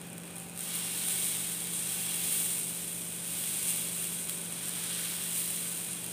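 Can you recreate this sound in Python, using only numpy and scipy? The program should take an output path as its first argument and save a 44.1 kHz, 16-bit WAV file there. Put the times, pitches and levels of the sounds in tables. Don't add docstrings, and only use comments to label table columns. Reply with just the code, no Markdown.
import sys
import numpy as np
from scipy import signal
from scipy.fft import rfft, irfft, next_fast_len
from scipy.io import wavfile
from scipy.ndimage import uniform_filter1d

SR = 44100
rng = np.random.default_rng(int(sys.argv[2]) if len(sys.argv) > 2 else 0)


def wrap_up_sound(samples):
    columns = np.atleast_2d(samples).T
    tamed = np.clip(columns, -1, 1)
    steps = np.round(tamed * 32767).astype(np.int16)
    wavfile.write(sys.argv[1], SR, steps)


def gain_from_db(level_db):
    decades = np.asarray(level_db, float) / 20
    return 10 ** decades


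N = 270024

# centre in Hz, width in Hz, level in dB.
PAN = [(1510, 14, 4), (1662, 4.9, -16), (2230, 59, -1.5), (2283, 17, -2), (2470, 25, -1), (2760, 33, 3.5),
       (3324, 15, 0.5), (3840, 91, -6.5), (4100, 68, -4), (4730, 25, -1), (5530, 25, -3), (15100, 700, -14)]


def unit(x):
    return x / np.sqrt(np.mean(x ** 2))


def colour(x, points):
    hz, db = np.transpose(points)
    grid_hz = np.maximum(np.fft.rfftfreq(4096, 1 / SR), 1)
    gain_db = np.interp(np.log(grid_hz), np.log(hz), db)
    cepstrum = irfft(np.log(gain_from_db(gain_db)))
    cepstrum[1:2048] *= 2
    cepstrum[2049:] = 0
    response = irfft(np.exp(rfft(cepstrum)))
    return signal.fftconvolve(x, response)[:N]


def ring(x, hz, width_hz):
    return signal.lfilter(*signal.iirpeak(hz, hz / max(width_hz, 5.), fs=SR), x)


def walk(rate):
    hold = int(SR / rate)
    steps = np.repeat(rng.standard_normal(N // 20)[:N // hold + 1], hold)
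    slewed = uniform_filter1d(uniform_filter1d(steps, hold), hold)
    return unit(slewed[:N])


def split(x):
    crossovers = [2000, 6200, 11500]
    size = next_fast_len(len(x))
    octave = np.log2(np.maximum(np.fft.rfftfreq(size, 1 / SR), 1))
    above = [.5 + .5 * np.tanh(6 * (octave - np.log2(hz))) for hz in crossovers]
    shares = -np.diff([np.ones_like(octave)] + above + [0 * octave], axis=0)
    return irfft(rfft(x, size) * shares, size)[:, :len(x)]


def curves(table):
    s, *columns = np.transpose(table)
    return (np.interp(np.arange(N) / SR, s, c) for c in columns)


def fan():
    # multiple of the shaft rate, level in dB.
    shaft_lines = [(3, -21), (4, -18), (5, -10), (6, -12), (7, 2.5), (8, -9), (9, -10), (11, -23.5),
                   (12, -12.5), (13, -14), (15, -16), (16, -9.5), (18, -27.5), (19, -11.5), (20, -18.5),
                   (21, -31.5), (22, -20), (23, -12.5), (24, -28), (25, -26), (26, -18), (28, -39),
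                   (30, -24.5), (32, -39)]
    # frequency in Hz, gain in dB per Hz.
    air_colour = [(15, -63), (25, -33), (98, -2), (169, -1.5), (252, -1), (385, -5), (511, -7.5),
                  (763, -8.5), (2010, -18), (2540, -9.5), (5400, -35.5), (7000, -17.5), (9100, -70),
                  (15400, -120)]
    # centre in Hz, width in Hz, rms level in dB, end in seconds.
    hood_notes = [
        (773, 11, -66.5, 2.5),
        (785, 17, -68.5, 2.5),
        (2480, 210, -61.5, 9),
    ]
    shaft_hz = 172.05 / 7
    hum_db, air_db = -52.5, -52
    t = np.arange(N) / SR

    hum = np.zeros(N)
    for k, db in shaft_lines:
        waver_db = (.6 if k == 7 else .9) * walk(12)
        phase = 1.45 * (k - 7) ** 2
        hum += gain_from_db(db + waver_db) * np.sin(2 * np.pi * k * shaft_hz * t + phase)

    rush = unit(colour(rng.standard_normal(N), air_colour)) * gain_from_db(air_db + 0.59 * walk(2.3))

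    notes = np.zeros(N)
    for hz, width_hz, db, end in hood_notes:
        tone = ring(ring(rng.standard_normal(N), hz, width_hz), hz, width_hz)
        notes += gain_from_db(db) * unit(tone) / (1 + np.exp((t - end) / 0.11))
    return np.sqrt(2) * gain_from_db(hum_db) * hum + rush + notes


def body(x, damping_db):
    # frequency in Hz, gain in dB per Hz.
    burst_colour = [(470, -38.5), (800, -18), (1220, -15.5), (1470, -14.5), (1680, -13.5), (2720, -9.5),
                    (3010, -6.5), (3280, -4.5), (4470, -11), (5720, -11), (6980, -9), (8930, -0.5),
                    (10800, -5), (15400, -6)]
    # centre in Hz, width in Hz, level in dB.
    port = (8810, 1200, -5.5)
    rung = x.copy()
    for (hz, width_hz, db), damp in zip(PAN, damping_db):
        rung = rung + ring(x * gain_from_db(db + damp), hz, width_hz)
    at_port = rung + gain_from_db(port[2]) * ring(x, *port[:2])
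    return colour(at_port, burst_colour)[:len(x)]


def boil():
    # time in seconds, boil in dB, open view of the rim in dB (low = shaded by the bowl).
    ladle_path = [(0, -58.5, 6), (0.54, -58.5, 7.5), (0.62, -49, 6.5), (0.72, -45, 6), (1.15, -42.5, 8),
                  (1.7, -47, 8.5), (1.92, -43.5, 7), (2.33, -43, 7.5), (2.62, -47, 9.5), (3.15, -50.5, 10),
                  (3.3, -45.5, 8), (3.72, -43, 9.5), (3.82, -45.5, 9.5), (4.5, -49.5, 8), (4.7, -45, 6),
                  (5.05, -42, 5.5), (5.3, -44.5, 6.5), (6.12, -51, 8.5)]
    # peak in seconds, dB over the boil, fade in seconds, fineness in dB.
    puffs = [(0.39, 6, 0.065, -1), (0.6, 2.5, 0.059, 2), (0.76, 3, 0.036, 2), (1.09, 2, .05, 0),
             (1.26, 3, .08, 0), (1.77, 2.5, 0.072, -3), (1.92, 0.8, 0.092, 1), (2.22, 1.3, 0.16, 1.5),
             (2.41, 3, 0.19, 2), (3.2, -1, .05, -4), (3.4, 0, 0.094, 2.5), (3.688, 3.5, 0.04, -1),
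             (4.04, 1.5, 0.064, 1), (4.17, 2.5, 0.065, -1), (4.31, 2, .04, 2), (4.55, 0, 0.093, -2),
             (4.9, 0.1, 0.12, -3), (5.13, -1.5, 0.075, 2), (5.38, 4.5, 0.096, 1.5), (5.6, 2.5, 0.28, 0.5),
             (5.77, 0.5, 0.17, -0.5), (5.92, 3, .04, -6)]
    t = np.arange(N) / SR
    boil_db, open_db = curves(ladle_path)
    puff_db = fine_db = 0
    for s, db, fade, fine in puffs:
        stretch = np.where(t < s, 0.54, 1)
        shape = np.exp(-((t - s) / (max(fade, .01) * stretch)) ** 2)
        puff_db = puff_db + db * shape
        fine_db = fine_db + fine * shape
    shade_db = 8 - open_db
    effort_db = boil_db + 45

    low_db = -55.5 + 0.53 * effort_db + 0.7 * shade_db + 0.1 * puff_db
    pan_db = boil_db + 0.47 * puff_db
    fry_db = boil_db + open_db + puff_db
    top_db = fry_db - 4 + 0.1 * effort_db + 0.23 * shade_db + fine_db
    return np.array([low_db, pan_db, fry_db, top_db])


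def strays(fry_db, count=140):
    # peak in dB, top air in dB, thud in dB.
    spread_db = (4, 2.5, 5)
    s, *chance = rng.random((count, 4)).T
    s = .01 + s * (N / SR - .02)
    peak_db = -19 + .6 * (fry_db[(s * SR).astype(int)] + 38)
    air_db, thud_db = 0 * s, 0 * s - 5
    means = np.transpose([peak_db, air_db, thud_db])
    return np.column_stack([s, means + (2 * np.transpose(chance) - 1) * spread_db])


def spits(fry_db):
    # time in seconds, peak in dB, top air in dB re peak, pan thud in dB re peak.
    drops = [(0.0152, -20, -8, -6), (0.1013, -21, -4, -7), (0.131, -20, -3, -8), (0.1812, -18, 2, -2),
             (0.2345, -22, -1, -2), (0.3648, -21, -1, -9), (0.3826, -23, -3, -8), (0.497, -19.5, -4, -12),
             (0.576, -15, -3, -2), (0.5924, -13.5, 3, -3), (0.6076, -10, -5, -16), (1.0846, -8, -1, -2),
             (1.2843, -10, -1, -8), (2.2847, -9, -1, -5), (2.8798, -18, -1, -10), (3.124, -16, 0, -2),
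             (3.7738, -12, 2, -13), (3.9632, -19, 4, -5), (4.043, -11, -2, -12), (4.1436, -19, -3, -10),
             (4.2957, -8, 1, -1), (4.5248, -10.5, -5, -12), (4.6841, -11, 1, -7), (4.6931, -10.5, -2, -3),
             (5.0962, -19, 6, -12), (5.2383, -11, -1, -11), (5.361, -10, 0, -5), (5.9326, -13, -3, -12),
             (6.0439, -12, .5, -10), (6.0636, -14, -2, -3)]
    # delay in ms, level in dB.
    bounces = [
        (1.5, -6),
        (3.1, -33),
    ]
    # centre in Hz, width in Hz, level in dB.
    drop_ring = (8900, 1100, -1)
    s, peak_db, top_db, thud_db = np.vstack([drops, strays(fry_db)]).T
    lead = 256
    click = np.zeros(4096)
    click[lead] = 1
    for ms, db in bounces:
        click[lead + int(ms * SR / 1000)] = gain_from_db(db)
    click = click + gain_from_db(drop_ring[2]) * ring(click, *drop_ring[:2])
    click = body(click, np.zeros(len(PAN)))

    kicks = np.zeros((4, N))
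    gains_db = np.array([thud_db + 4, thud_db - 1.5, 0 * s - 3.5, top_db - 2.5])
    kicks[:, (s * SR).astype(int) - 2] = gain_from_db(peak_db + gains_db) / np.abs(click).max()
    return signal.fftconvolve(kicks, split(click), axes=1).sum(axis=0)[lead:lead + N]


def bursts(rate, spread_db):
    pick, size, sign = rng.random((N, 3)).T
    heights = gain_from_db(-spread_db * np.log(1 - .998 * size))
    clicks = (pick < rate / SR) * heights * np.where(sign < .9, 1, -1)
    return unit(clicks / np.sqrt(rate))


def sizzle(levels_db):
    fry_db = levels_db[2]
    rate = 2800 * gain_from_db(.5 * (fry_db + 38) + 2.5 * walk(40))
    rate = np.clip(rate, 50, 20000)
    damping_db = [2.4 * walk(2.87) for _ in PAN]
    crackle = split(body(bursts(rate, spread_db=2.5), damping_db))
    fizz = split(body(rng.standard_normal(N) * gain_from_db(0.6 * walk(60)), damping_db))
    fizz_db = [5.0, 5.0, 0.0, -2]
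    mix = np.zeros(N)
    for clicks, hiss, hiss_db, db in zip(crackle, fizz, fizz_db, levels_db):
        mix += unit(clicks + gain_from_db(hiss_db) * hiss) * gain_from_db(db + 0.23 * walk(15))
    return mix


def scene():
    levels_db = boil()
    pan = sizzle(levels_db) + spits(levels_db[2])
    turned = signal.hilbert(pan, next_fast_len(N))[:N] * np.exp(1j * 1.2)
    fade_in = np.minimum(np.arange(N) / SR / 0.0024, 1)
    mono = turned.real + fan() * fade_in
    return np.array([mono, mono])


def band_limit(x):
    return signal.sosfilt(signal.butter(12, 16690, fs=SR, output="sos"), x)


def record(dry):
    top_hz = 15510
    size = next_fast_len(N)
    hz = np.fft.rfftfreq(size, 1 / SR)
    slope = 1 / (1 + np.exp((hz - top_hz) / 22))
    shelf = gain_from_db(-41) * (hz < top_hz + 350)
    mix = irfft(rfft(dry, size) * np.maximum(slope, shelf), size)[:, :N]
    return band_limit(mix)


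dry = scene()
out = record(dry)
wrap_up_sound(out)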